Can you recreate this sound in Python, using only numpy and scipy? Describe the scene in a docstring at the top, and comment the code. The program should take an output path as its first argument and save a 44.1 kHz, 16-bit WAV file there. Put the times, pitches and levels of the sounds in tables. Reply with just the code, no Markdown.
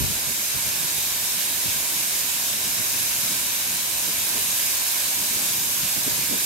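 """A tall waterfall in a gorge, heard from across the pool on a two-port stereo microphone.
From the start the plunge roars, sheets splash on boulders and spray hisses, surging as clumps of water land.
The draught of the fall buffets the ports in low puffs, often in the first second, then now and again.
Near 5 s the deep churning of the pool lulls and swells back; around 6 s the puffs crowd in once more."""
import sys
import numpy as np
from scipy import signal
from scipy.fft import rfft, irfft, next_fast_len
from scipy.io import wavfile
from scipy.ndimage import uniform_filter1d, map_coordinates

SR = 44100
rng = np.random.default_rng(int(sys.argv[2]) if len(sys.argv) > 2 else 0)


def output_pcm(signal):
    """Save a mono or channel-first signal as 16-bit PCM at the path in sys.argv[1].

    Samples are clipped to [-1, 1] before scaling.
    """
    pcm = np.clip(np.atleast_2d(signal).T, -1, 1) * 32767
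    wavfile.write(sys.argv[1], SR, np.round(pcm).astype(np.int16))


N = 284445

# how much water is landing: t/s, level/dB about the usual flow
WATER_FLOW = [(0.1, -1.2), (1.3, 0), (1.85, 0), (2.0, 0), (2.6, -0.4), (3.1, 0.45), (3.78, -0.7),
              (4.55, 0.8), (5.6, 0.45), (6.42, 0.4)]
# colour of the fall from across the pool, roar then hiss: f/Hz, left level/dB, right level/dB
ROAR_SPECTRUM = [(200, -10.5, -10.5), (396, -13.5, -13.5), (490.0, -19.5, -13.4), (570, -13, -10),
                 (892, -9, -13.5), (954, -8, -3.5), (1210, -13, -13), (1465, -10.5, -12.5), (1583, -7, -8),
                 (1970, -10, -10), (2240, -6.5, -5.5), (3200, -5.5, -7), (3970, -2.9, -5), (4380, -6, -3)]
HISS_SPECTRUM = [(4460, -3.5, -8.5), (5040, -4, -5), (5300.0, -2.5, -3), (5570, -4.5, -5.5),
                 (6670, -0.8, -3), (7420, -5.5, -3.5), (8400.0, -2.5, -3), (9500, -8, -3.5),
                 (9720, -7, -8.5), (10820, -9.5, -0.5), (12100, -4.5, 0), (12500.0, -15, -1),
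                 (13200.0, -8.5, -0.5), (15800, -14.5, -10.6)]
# the roar comes from ahead, the hiss from all round: f/Hz, left-right correlation
STEREO_CORRELATION = [(200, 1), (430, 0.62), (650, 0.75), (880, 0.02), (1400, -0.014), (1700, 0.35),
                      (2000, 0.08), (2400, 0.47), (3200, 0.17), (6000, 0.029), (12000, 0.028)]
# churning of the pool: t/s, level/dB about its usual level
POOL_CHURN = [(0.25, 0.5), (0.8, -3.5), (1.5, 0), (2.5, -2), (3.05, 1), (3.9, -1.5), (4.3, 0.5),
              (4.85, -5.5), (5.35, 3.5), (6.4, 0)]
# puffs of air on the ports: t/s, left level/dB, right level/dB, half length/s, centre f/Hz
AIR_PUFFS = [(0.019, -21, -27, 0.029, 88), (0.104, -29, -35, .022, 100), (.297, -56, -33.5, 0.023, 140),
             (0.561, -37, -37, 0.018, 110), (0.674, -33.5, -50, 0.019, 109),
             (0.834, -56, -34.5, 0.024, 150), (.98, -43, -38.5, .025, 100), (1.67, -48, -31.5, 0.019, 121),
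             (2.797, -35, -45, 0.017, 100), (3.004, -45, -37, .026, 150), (4.094, -38, -37, .014, 220),
             (4.381, -53, -33, .02, 201), (5.977, -44, -28.5, .009, 170), (6.076, -27, -27, 0.0065, 179),
             (6.116, -39, -35, .014, 150), (6.192, -32, -48, .008, 190), (6.333, -33.5, -30, 0.025, 222)]
# colour of the turbulence at a port: f/Hz, level/dB
FLUTTER_SPECTRUM = [(20, -18), (35, -1), (55, 3.5), (90, 5), (140, -1.5), (250, -2), (400, -4.5),
                    (700, -17), (1500, -40), (4000, -80)]
# echoes off the surfaces nearest the microphone: delay/s, left gain, right gain
SURFACE_ECHOES = [(.00077, .04, .03), (.0013, .06, .01), (.0035, 0.022, 0.041), (.0047, 0.011, .04)]

# layer levels at the usual flow, and dB gained per dB of flow: more water throws up more spray
PLUNGE_DB, SPLASH_DB, SPRAY_DB = -37.2, -26.5, -26
PLUNGE_GROWS, SPLASH_GROWS, SPRAY_GROWS = 0.64, 0.86, 1.5
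RUMBLE_DB, FLUTTER_DB = -47.5, -47.5  # at the usual churning


def waterfall():
    """Across the pool, one flow of water plunges in, bursts on the boulders and breaks into spray."""
    flow_db = over_time(WATER_FLOW)
    clumps = patchy_noise(patchy_db=0.84, bins=3, frames=20)
    plunge = water_band(clumps, lo_hz=412, hi_hz=2196)
    sheets = patchy_noise(patchy_db=1.34, bins=4, frames=13)
    drops = amp(-11.5) * droplets(per_second=700, spread_db=3.5)
    splash = water_band(sheets + drops, lo_hz=2130, hi_hz=9130)
    mist = patchy_noise(patchy_db=1.84, bins=3, frames=14)
    fine_drops = amp(-12) * droplets(per_second=2800, spread_db=1.5)
    spray = water_band(mist + fine_drops, lo_hz=9150, hi_hz=19000)
    burst = wobble(17)  # each side of the landing zone surges, throwing up spray with it
    return (amp(PLUNGE_DB + PLUNGE_GROWS * flow_db + 0.3 * wobble(7.7)) * plunge
            + amp(SPLASH_DB + SPLASH_GROWS * flow_db + 0.49 * burst) * splash
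            + amp(SPRAY_DB + SPRAY_GROWS * flow_db + 0.2 * burst) * spray)


def patchy_noise(patchy_db, bins, frames):
    """Water landing unevenly: stereo white noise with patches of random gain in frequency and time."""
    spectra = signal.stft(rng.standard_normal((2, N)), nperseg=512)[2]
    patches = uniform_filter1d(rng.standard_normal(spectra.shape), bins, axis=1)
    patches = unit(uniform_filter1d(patches, frames, axis=2))
    noise = signal.istft(spectra * amp(patchy_db * patches), nperseg=512)[1]
    return unit(noise[:, :N])


def droplets(per_second, spread_db):
    """Tiny impacts of uneven size, falling independently left and right."""
    hits = rng.random((2, N)) < per_second / SR
    signs = rng.choice([-1, 1], (2, N))
    return unit(hits * signs * amp(spread_db * rng.standard_normal((2, N))))


def water_band(source, lo_hz, hi_hz):
    """One band of the fall, spread and coloured as it reaches the microphone, at rms 1."""
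    angle = lambda hz: np.arccos(over_frequency(STEREO_CORRELATION, hz)[0]) / 2
    mid, side = filtered(source, lambda hz: np.array([np.cos(angle(hz)), np.sin(angle(hz))]))
    below = lambda hz, edge_hz: 1 / (1 + (hz / edge_hz) ** 8)
    band = lambda hz: np.sqrt(below(hz, hi_hz) * (1 - below(hz, lo_hz)))
    colour = lambda hz: amp(over_frequency(list(ROAR_SPECTRUM) + list(HISS_SPECTRUM), hz))
    return unit(filtered(np.array([mid + side, mid - side]), lambda hz: band(hz) * colour(hz)))


def pool_rumble():
    """The pool churns deeply, almost straight ahead."""
    level_db = RUMBLE_DB + over_time(POOL_CHURN) + 1.4 * wobble(11)[0]
    churning = patchy_noise(patchy_db=2.5, bins=2, frames=12)
    return amp(level_db) * water_band(churning, lo_hz=115, hi_hz=385)


def draught():
    """Air flutters right on the ports, stirred by the churning pool, and puffs as eddies pass."""
    noise = rng.standard_normal((2, N))
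    turbulence = unit(filtered(noise, lambda hz: amp(over_frequency(FLUTTER_SPECTRUM, hz))))
    air = amp(FLUTTER_DB + 0.28 * over_time(POOL_CHURN) + 2.4 * wobble(16)) * turbulence
    for peak_s, left_db, right_db, half_length_s, centre_hz in AIR_PUFFS:
        peak = int(peak_s * SR)
        span = np.arange(max(0, peak - SR // 5), min(N, peak + SR // 5))
        swell = np.exp(-.5 * ((span / SR - peak_s) / half_length_s) ** 2)
        air[:, span] += amp([[left_db], [right_db]]) * swell * eddy(centre_hz)[:, :len(span)]
    return air


def eddy(centre_hz):
    """Half a second of turbulence at both ports; a faster eddy has a higher centre."""
    ratio = np.fft.rfftfreq(SR // 2, 1 / SR) / centre_hz
    hump = ratio ** 2 / (1 + ratio ** 3.83)
    return unit(irfft(rfft(rng.standard_normal((2, SR // 2))) * hump))


def near_echoes(hz):
    """Response of the direct sound plus faint reflections from close by the microphone."""
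    return 1 + sum(np.array([[left], [right]]) * np.exp(-2j * np.pi * hz * delay_s)
                   for delay_s, left, right in SURFACE_ECHOES)


def amp(db):
    """Decibels to gain."""
    return 10 ** (np.asarray(db) / 20)


def unit(x):
    """x scaled to rms 1."""
    return x / np.sqrt(np.mean(x ** 2) + 1e-20)


def over_frequency(rows, hz):
    """Each column after f/Hz, read at hz on a log axis."""
    row_hz, *columns = np.transpose(sorted(map(tuple, rows)))
    return np.array([np.interp(np.log(hz + 1), np.log(row_hz + 1), column) for column in columns])


def over_time(rows):
    """Rows of t/s, level/dB, read at every sample."""
    return np.interp(np.arange(N) / SR, *np.transpose(rows))


def wobble(knots_per_second):
    """A smooth random curve for each channel."""
    at = np.arange(N) * knots_per_second / SR
    return np.array([map_coordinates(rng.standard_normal(int(at[-1]) + 4), [at]) for _ in range(2)])


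def filtered(x, response):
    """x through a frequency response."""
    size = next_fast_len(N + 8192)
    return irfft(rfft(x, size) * response(np.fft.rfftfreq(size, 1 / SR)), size)[..., :N]


def bell(hz, centre_hz, width_hz, db):
    """Gain of a narrow peak or notch."""
    return amp(db * np.exp(-.5 * ((hz - centre_hz) / width_hz) ** 2))


def scene():
    """Fall and pool from across the water, with their nearest echoes and the draught on the ports."""
    lag_s = np.array([[.000025], [0]])  # left hears it later: the fall stands slightly to the right
    water = waterfall() + pool_rumble()
    return filtered(water, lambda hz: near_echoes(hz) * np.exp(-2j * np.pi * hz * lag_s)) + draught()


def record(dry):
    """The microphone cuts the deepest bass and top treble, and has a narrow notch just above a peak."""
    low_cut_hz, top_hz = 45, 15780
    band = lambda hz: hz ** 3 / np.sqrt(hz ** 6 + low_cut_hz ** 6) * (hz < top_hz)
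    notch = lambda hz: bell(hz, centre_hz=4083, width_hz=35, db=-15)
    peak = lambda hz: bell(hz, centre_hz=3996, width_hz=37, db=3.5)
    return filtered(dry, lambda hz: band(hz) * notch(hz) * peak(hz))


dry = scene()
out = record(dry)
output_pcm(out)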